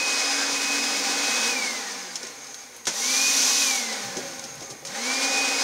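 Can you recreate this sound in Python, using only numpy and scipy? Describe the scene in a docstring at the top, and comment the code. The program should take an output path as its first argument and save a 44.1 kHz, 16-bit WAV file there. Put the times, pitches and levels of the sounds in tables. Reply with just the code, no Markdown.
"""Cordless stick vacuum in bursts

A stick vacuum, held close over a wooden floor in a quiet room, runs and coasts down; its trigger is pressed again twice.
Shaft speed steers a hum, the whine of a nine-blade impeller (sines) and a rush of air (noise ringing in wand and bin).
In the middle burst the intake is narrowed and hisses: a bright band of noise.
The plastic body clacks, ticks and bumps in the hand: shaped noise under struck envelopes."""
import sys
import numpy as np
from scipy import signal
from scipy.fft import rfft, irfft
from scipy.io import wavfile

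SR = 44100
rng = np.random.default_rng(int(sys.argv[2]) if len(sys.argv) > 2 else 0)


def store_wav(level_fs):
    """Save 16-bit WAV to argv[1]."""
    pcm = np.round(np.clip(np.atleast_2d(level_fs), -1, 1) * 32767)
    wavfile.write(sys.argv[1], SR, pcm.T.astype(np.int16))


N = 248283
TIME = np.arange(N) / SR
FREQS = np.maximum(np.fft.rfftfreq(2 ** 18, 1 / SR), 1)  # Hz, kept off zero for logs and ratios


def from_db(db):
    """Decibels to amplitude."""
    return 10 ** (np.asarray(db) / 20)


def rms_one(x):
    """Scale a signal to rms 1."""
    return x / np.sqrt(np.mean(x ** 2) + 1e-20)


def in_time(rows):
    """Each column of a table as a curve over time."""
    s, *columns = np.transpose(rows)
    return [np.interp(TIME, s, column) for column in columns]


def bell(hz, width_hz):
    """Response curve of one resonance, 1 on top."""
    return 1 / (1 + (2 * (FREQS - hz) / width_hz) ** 2)


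def filtered(x, response):
    """A signal through a frequency response."""
    padded_length = 2 * (len(FREQS) - 1)
    return irfft(rfft(x, padded_length) * response)[:N]


def noise(response):
    """Noise with a given frequency response; rms 1."""
    return rms_one(filtered(rng.standard_normal(N), response))


def colour(spectrum, resonances=()):
    """A smooth spectrum with resonances standing on it, falling away below its first point."""
    hz, db = np.transpose(spectrum)
    smooth_db = np.interp(np.log(FREQS), np.log(hz), db, left=db[0])
    peaks_db = sum(top_db * bell(f, width_hz) for f, width_hz, top_db in resonances)
    low_rolloff = np.minimum(FREQS / hz[0], 1) ** 2
    return low_rolloff * from_db(smooth_db + peaks_db)


def drift(rate_hz):
    """Slow random wander with spread 1."""
    return noise(1 / (1 + (FREQS / rate_hz) ** 2))


def strike(s, t60):
    """Envelope of a blow: a sudden rise and an exponential fall by 60 dB in t60 seconds."""
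    age = np.maximum(TIME - s, 0)
    rise = 1 - np.exp(-age / 0.00042)
    return rise * from_db(-60 * np.minimum(age / t60, 3))


def room(x, wet_db, t60, count=40):
    """Floor, walls and furniture return scattered echoes that ripple the spectrum."""
    delays = rng.uniform(.002, .07, count)  # s
    echoes = np.zeros(N)
    echoes[(delays * SR).astype(int)] = rng.choice([-1, 1], count) * from_db(-60 * delays / t60)
    echoes *= from_db(wet_db) / np.linalg.norm(echoes)
    echoes[0] = 1  # direct sound
    echoes /= np.linalg.norm(echoes)
    return filtered(x, rfft(echoes, 2 * (len(FREQS) - 1)))


def shaft_speed():
    """Turns per second: powered, it closes in on full speed; released, it coasts against friction and air drag."""
    # full speed under power wanders a little with the load: t/s, shaft speed/(turns per s)
    full_speed = [(0.58, 279.5), (1.0, 281.7), (3.4, 281.7), (5.3, 278.8)]
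    # the trigger, held at first: t/s, state (1 pressed, 0 released)
    trigger = [(1.492, 0), (2.854, 1), (3.619, 0), (4.851, 1)]
    spin_up_s, friction_s = .127, 2.969  # time constants
    drag_equal_hz = 184.2  # here air drag equals bearing friction
    full, = in_time(full_speed)
    speed = full.copy()
    for s, pressed in trigger:
        i = int(s * SR)
        age, start = TIME[i:] - s, speed[i]
        if pressed:
            speed[i:] = full[i:] + (start - full[i]) * np.exp(-age / spin_up_s)
        else:
            slowing = (1 / start + 1 / drag_equal_hz) * np.exp(age / friction_s)
            speed[i:] = 1 / (slowing - 1 / drag_equal_hz)
    return speed


def at_speed(speed, rated_db, growth_db, rated_hz=280):
    """Level of a sound that grows as a power of shaft speed: growth_db per tenfold speed."""
    return rated_db + growth_db * np.log10(speed / rated_hz)


def motor(speed, rush_db, jitter=0.0005, overtones_db=-2):
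    """Imbalance hums once a turn, nine blades whine, and the rotor adds faint harmonics."""
    # the tones swell and fade as the machine moves through the room: t/s, gain/dB
    hum_swell = [(0.08, -6.5), (.36, 3), (.76, 4.5), (.97, -1.5), (1.46, -2), (1.62, -10), (1.98, 3.5),
                 (2.25, -5), (3.05, -3), (3.25, 1.5), (3.6, -3.5), (3.9, 6), (4.6, -3), (5.05, 8),
                 (5.63, 0)]
    whine_swell = [(0, 6), (.2, -0.5), (.5, -5), (.72, 2.5), (1.0, -7), (1.34, 1), (1.56, 1.5), (1.65, 0),
                   (2.9, -5), (3.27, 6.5), (3.39, -7.5), (3.72, 1), (4.95, -2.5), (5.12, 5), (5.2, 1),
                   (5.42, 4), (5.63, -2)]
    octave_swell = [(0, -5), (.32, 8), (.66, -5), (.87, 8), (1.3, -8), (1.56, 1), (1.8, -6), (3.2, 0),
                    (4.9, -1), (5.1, 4), (5.4, -3), (5.63, 9)]
    # weaker shaft harmonics: multiple of shaft speed, relative level/dB
    overtones = [(2, -30), (3, -34), (4, -34), (17, -32), (23, -29), (27, -23), (36, -34), (52, -25),
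                 (54, -26), (63, -21), (72, -21)]
    blade_count = 9
    # the housing muffles the whine below an edge
    edge_hz, edge_width_hz, muffle_db = 2054, 72, 7.5
    muffled = .5 + .5 * np.tanh((edge_hz - blade_count * speed) / edge_width_hz)
    hum_db = at_speed(speed, -44.5, 71) + in_time(hum_swell)[0]
    whine_db = at_speed(speed, -33, 61) + in_time(whine_swell)[0] - muffle_db * muffled
    octave_db = at_speed(speed, -41.5, 93) + in_time(octave_swell)[0]
    turn = 2 * np.pi * np.cumsum(speed * (1 + jitter * drift(29))) / SR
    blades = blade_count * turn
    # while the speed changes the whine flickers more, like a tone beating against its own echoes
    gliding = np.minimum(np.abs(np.gradient(speed)) * SR / 150, 1)
    hum = from_db(hum_db + drift(5.8)) * np.sin(turn)
    whine = from_db(whine_db + (1.2 + 2.8 * gliding) * drift(38)) * np.sin(blades)
    octave = from_db(octave_db + (2.2 + 1.5 * gliding) * drift(20)) * np.sin(2 * blades)
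    # rotor harmonics fade more slowly than the air, so they stand out while it coasts
    faint = sum(from_db(db + .6 * rush_db + 3.5 * drift(12)) * np.sin(multiple * turn)
                for multiple, db in overtones)
    housing = bell(550, 1100) + bell(5100, 1000) + .07 * bell(10500, 5000)
    rotor = from_db(overtones_db) * room(filtered(faint, housing), wet_db=-4, t60=0.28)
    return np.sqrt(2) * (hum + whine + octave + rotor)  # root 2 makes the sine levels rms


def air(rush_db, exhaust_db):
    """Turbulence rings in the wand and bin, hisses out of the vents and buffets the housing."""
    # noise spectra: f/Hz, relative level/dB
    rush_spectrum = [(170, -28.5), (260, -2), (370, -5.5), (480, -1.5), (1250, -4.5), (2400, 0),
                     (2750, -9.5), (4000, -27.5)]
    exhaust_spectrum = [(1800, -9), (2800, -5), (3800, -1), (6200, 2), (7100, -2.5), (8600, -7.5),
                        (10000, -14.5), (11000, -23), (13500, -24.5), (15500, -37)]
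    rumble_spectrum = [(130, -26), (190, -7), (240, 4.5), (480, -22.5)]
    # air resonances of wand and bin: f/Hz, width/Hz, height/dB
    cavities = [(492, 68, 5), (806, 62, 7.5), (1048, 124, 6), (1234, 30, 3.5), (1490, 117, 6.5),
                (1860, 62, 2.5), (2190, 77, 2.5), (744, 13, 2.5)]
    # buffeting of the housing: t/s, level relative to the rush/dB
    buffet = [(.5, -29), (.56, -12), (1.5, -10), (2.7, -19), (3.3, -10.5), (3.9, -12.5), (4.3, -6.5),
              (5.2, -15.5)]
    # the wand hoots as a pipe: t/s, relative level/dB
    hoot = [(3.3, -66), (3.6, -53), (3.95, -43.5), (4.25, -36.5), (4.7, -49.5), (5.3, -36.5)]
    gust = drift(11)
    rush = from_db(rush_db + 0.9 + .5 * gust) * noise(colour(rush_spectrum, cavities))
    exhaust = from_db(exhaust_db + 1.04 * gust) * noise(colour(exhaust_spectrum))
    rumble = from_db(rush_db + in_time(buffet)[0] + drift(12)) * noise(colour(rumble_spectrum))
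    # the wand's upper pipe mode rises and falls with the flow, up to a ceiling
    overblown = from_db(np.minimum(0.91 * (rush_db + 33.0), 3))
    pipe = noise(bell(547.6, 24)) + overblown * noise(bell(791.5, 45))
    return rush + exhaust + rumble + from_db(in_time(hoot)[0] - 4.5) * pipe


def bearings(level_db=-48, hz=6430, width_hz=550):
    """The bearings sing thinly throughout: a narrow band of noise with a wavering level."""
    return from_db(level_db + 3.2 * drift(9.4)) * noise(bell(hz, width_hz))


def room_tone(level_db=-55.0):
    """The quiet room is a steady bed of shaped noise."""
    # room spectrum: f/Hz, relative level/dB
    quiet_spectrum = [(25, -7), (130, 0), (500, 0.5), (2000, -26), (9000, -1.5), (15500, -12.5)]
    return from_db(level_db) * noise(colour(quiet_spectrum))


def scuff(reference_db=-42, hz=1550, width_hz=350):
    """The nozzle skims the floor with a brief hollow scrape."""
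    contact = np.interp(TIME, [.25, .35, .45, .5], [0.09, 1.3, 2.8, 0.023])  # gain
    return contact * from_db(reference_db + 2 * drift(30)) * noise(bell(hz, width_hz))


def handling(tail_db=-19, tail_t60=0.092):
    """Each knock sets the plastic shell ringing and dies away in the room; the hand adds dull bumps."""
    # plastic knocks and ticks: t/s, level/dB, t60/s, relative level of the body below 3 kHz/dB
    knock_rows = [(2.155, -26, 0.083, -8), (2.23, -29, 0.035, -3), (2.268, -32, .04, -1),
                  (2.443, -35, 0.036, -10), (2.468, -33, 0.02, -15), (2.543, -30, 0.031, -7),
                  (2.854, -28.5, 0.047, -7), (2.869, -19.5, 0.18, 5), (3.926, -27.5, 0.071, -14),
                  (4.168, -30.5, 0.1, -5), (4.393, -31, 0.049, -11), (4.439, -32.5, 0.1, -16),
                  (4.606, -36, .04, 4), (4.623, -38, 0.11, -4), (4.701, -34.5, 0.14, -2),
                  (4.85, -30.5, 0.074, 3.5), (4.868, -33, 0.11, -6)]
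    # dull bumps of the hand on the grip: t/s, level/dB, t60/s
    bump_rows = [(.53, -41, 0.18), (2.233, -37.5, 0.12), (2.868, -41, 0.2), (4.165, -31, 0.3),
                 (4.455, -42, 0.13), (4.615, -38.5, 0.19), (4.691, -42, 0.54), (4.825, -37, 0.053)]
    # noise spectra: f/Hz, relative level/dB
    knock_spectrum = [(120, -4), (400, 2.5), (3000, 2.5), (4500, 1.5), (7000, 1), (9200, -7),
                      (11000, -16.5), (15500, -27)]
    bump_spectrum = [(60, -32), (120, -9), (400, 3.5), (800, -9), (1600, -33)]
    # ringing of the plastic body, in every knock: f/Hz, width/Hz, height/dB
    shell_modes = [(710, 120, 4), (1530, 97, 4), (5280, 440, 3), (6100, 1100, 6)]
    shell = colour(knock_spectrum, shell_modes)
    low = 1 / (1 + (FREQS / 3300) ** 4)
    crack, body = noise(shell * (1 - low)), noise(shell * low)
    knocks = np.zeros(N)
    for s, db, t60, body_db in knock_rows:
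        envelope = strike(s, t60) + from_db(tail_db) * strike(s, tail_t60)
        knocks += from_db(db) * envelope * (crack + from_db(body_db - 10.5) * body)
    bumps = sum(from_db(db) * strike(s, t60) for s, db, t60 in bump_rows)
    return knocks + bumps * noise(colour(bump_spectrum))


def ticks(hz=9800, width_hz=6000):
    """Tiny hard contacts sound mostly in the treble."""
    # thin bright ticks: t/s, level/dB, t60/s
    tick_rows = [(2.548, -49, 0.055), (2.763, -42, .07), (4.552, -41, .05), (4.854, -48, .08)]
    envelope = sum(from_db(db) * strike(s, t60) for s, db, t60 in tick_rows)
    return envelope * noise(bell(hz, width_hz))


def intake(speed, narrowed, pipe_db=-22, pipe_hz=1110, pipe_width_hz=110):
    """A narrow gap makes a bright jet that half whistles and rings the wand, until it opens again."""
    # jet spectrum: f/Hz, relative level/dB
    jet_spectrum = [(3000, -13.5), (4200, -8), (5300, -7.5), (5900, 1), (6500, -5), (7200, -7), (8000, -13),
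                    (11500, -20.5), (15500, -29.5)]
    jet = from_db(at_speed(speed, -23, 59) + .5 * drift(25))
    wand = from_db(pipe_db) * noise(bell(pipe_hz, pipe_width_hz))
    return narrowed * jet * (noise(colour(jet_spectrum)) + wand)


def grip(level_db=-55, hz=135, width_hz=70, lowest_hz=90):
    """The hand shifts on the handle with a lumpy low rub."""
    shifting = np.interp(TIME, [3.97, 4.06, 4.85, 4.98], [0, 1, 1, 0])
    lumps = from_db(4 * drift(10))
    rub = noise(bell(hz, width_hz) / (1 + (lowest_hz / FREQS) ** 4))
    return shifting * lumps * from_db(level_db) * rub


def scene():
    """Shaft speed drives motor, air and intake; the whole machine sits straight ahead, alike in both ears."""
    # the air noise grows as the machine is held nearer: t/s, gain/dB
    nearness = [(0, 0), (.55, -0.4), (1.4, 0.54), (2.1, -0.5), (2.8, 0), (3.7, 0.5), (4.2, 0.1),
                (4.9, -0.5), (5.63, 1.5)]
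    near_db, = in_time(nearness)
    speed = shaft_speed()
    # the intake narrows once, then opens again; the rush loses choke_db
    close_at_s, close_s, open_at_s, open_s = 2.88, 0.074, 3.736, 0.19
    choke_db = 2.5
    gap_times = [close_at_s, close_at_s + close_s, open_at_s, open_at_s + open_s]
    narrowed = np.interp(TIME, gap_times, [0, 1, 1, 0])
    rush_db = at_speed(speed, -32.5, 49) + near_db - choke_db * narrowed
    exhaust_db = at_speed(speed, -27, 61.5) + near_db
    running = air(rush_db, exhaust_db) + bearings() + intake(speed, narrowed)
    contacts = scuff() + handling() + ticks()
    mono = motor(speed, rush_db) + room(running, wet_db=-7.5, t60=0.3)
    mono += room(contacts, wet_db=-12.0, t60=0.26) + grip() + room_tone()
    return np.array([mono, mono])


def record(dry, notch_hz=7720, notch_width_hz=260, cutoff_hz=15750):
    """The microphone has one narrow notch, and the top is cut steeply."""
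    notch_b, notch_a = signal.iirnotch(notch_hz, notch_hz / notch_width_hz, fs=SR)
    notched = signal.lfilter(notch_b, notch_a, dry)
    top_cut = signal.ellip(16, .1, 80, cutoff_hz, fs=SR, output="sos")
    return signal.sosfilt(top_cut, notched)


dry = scene()
out = record(dry)
store_wav(out)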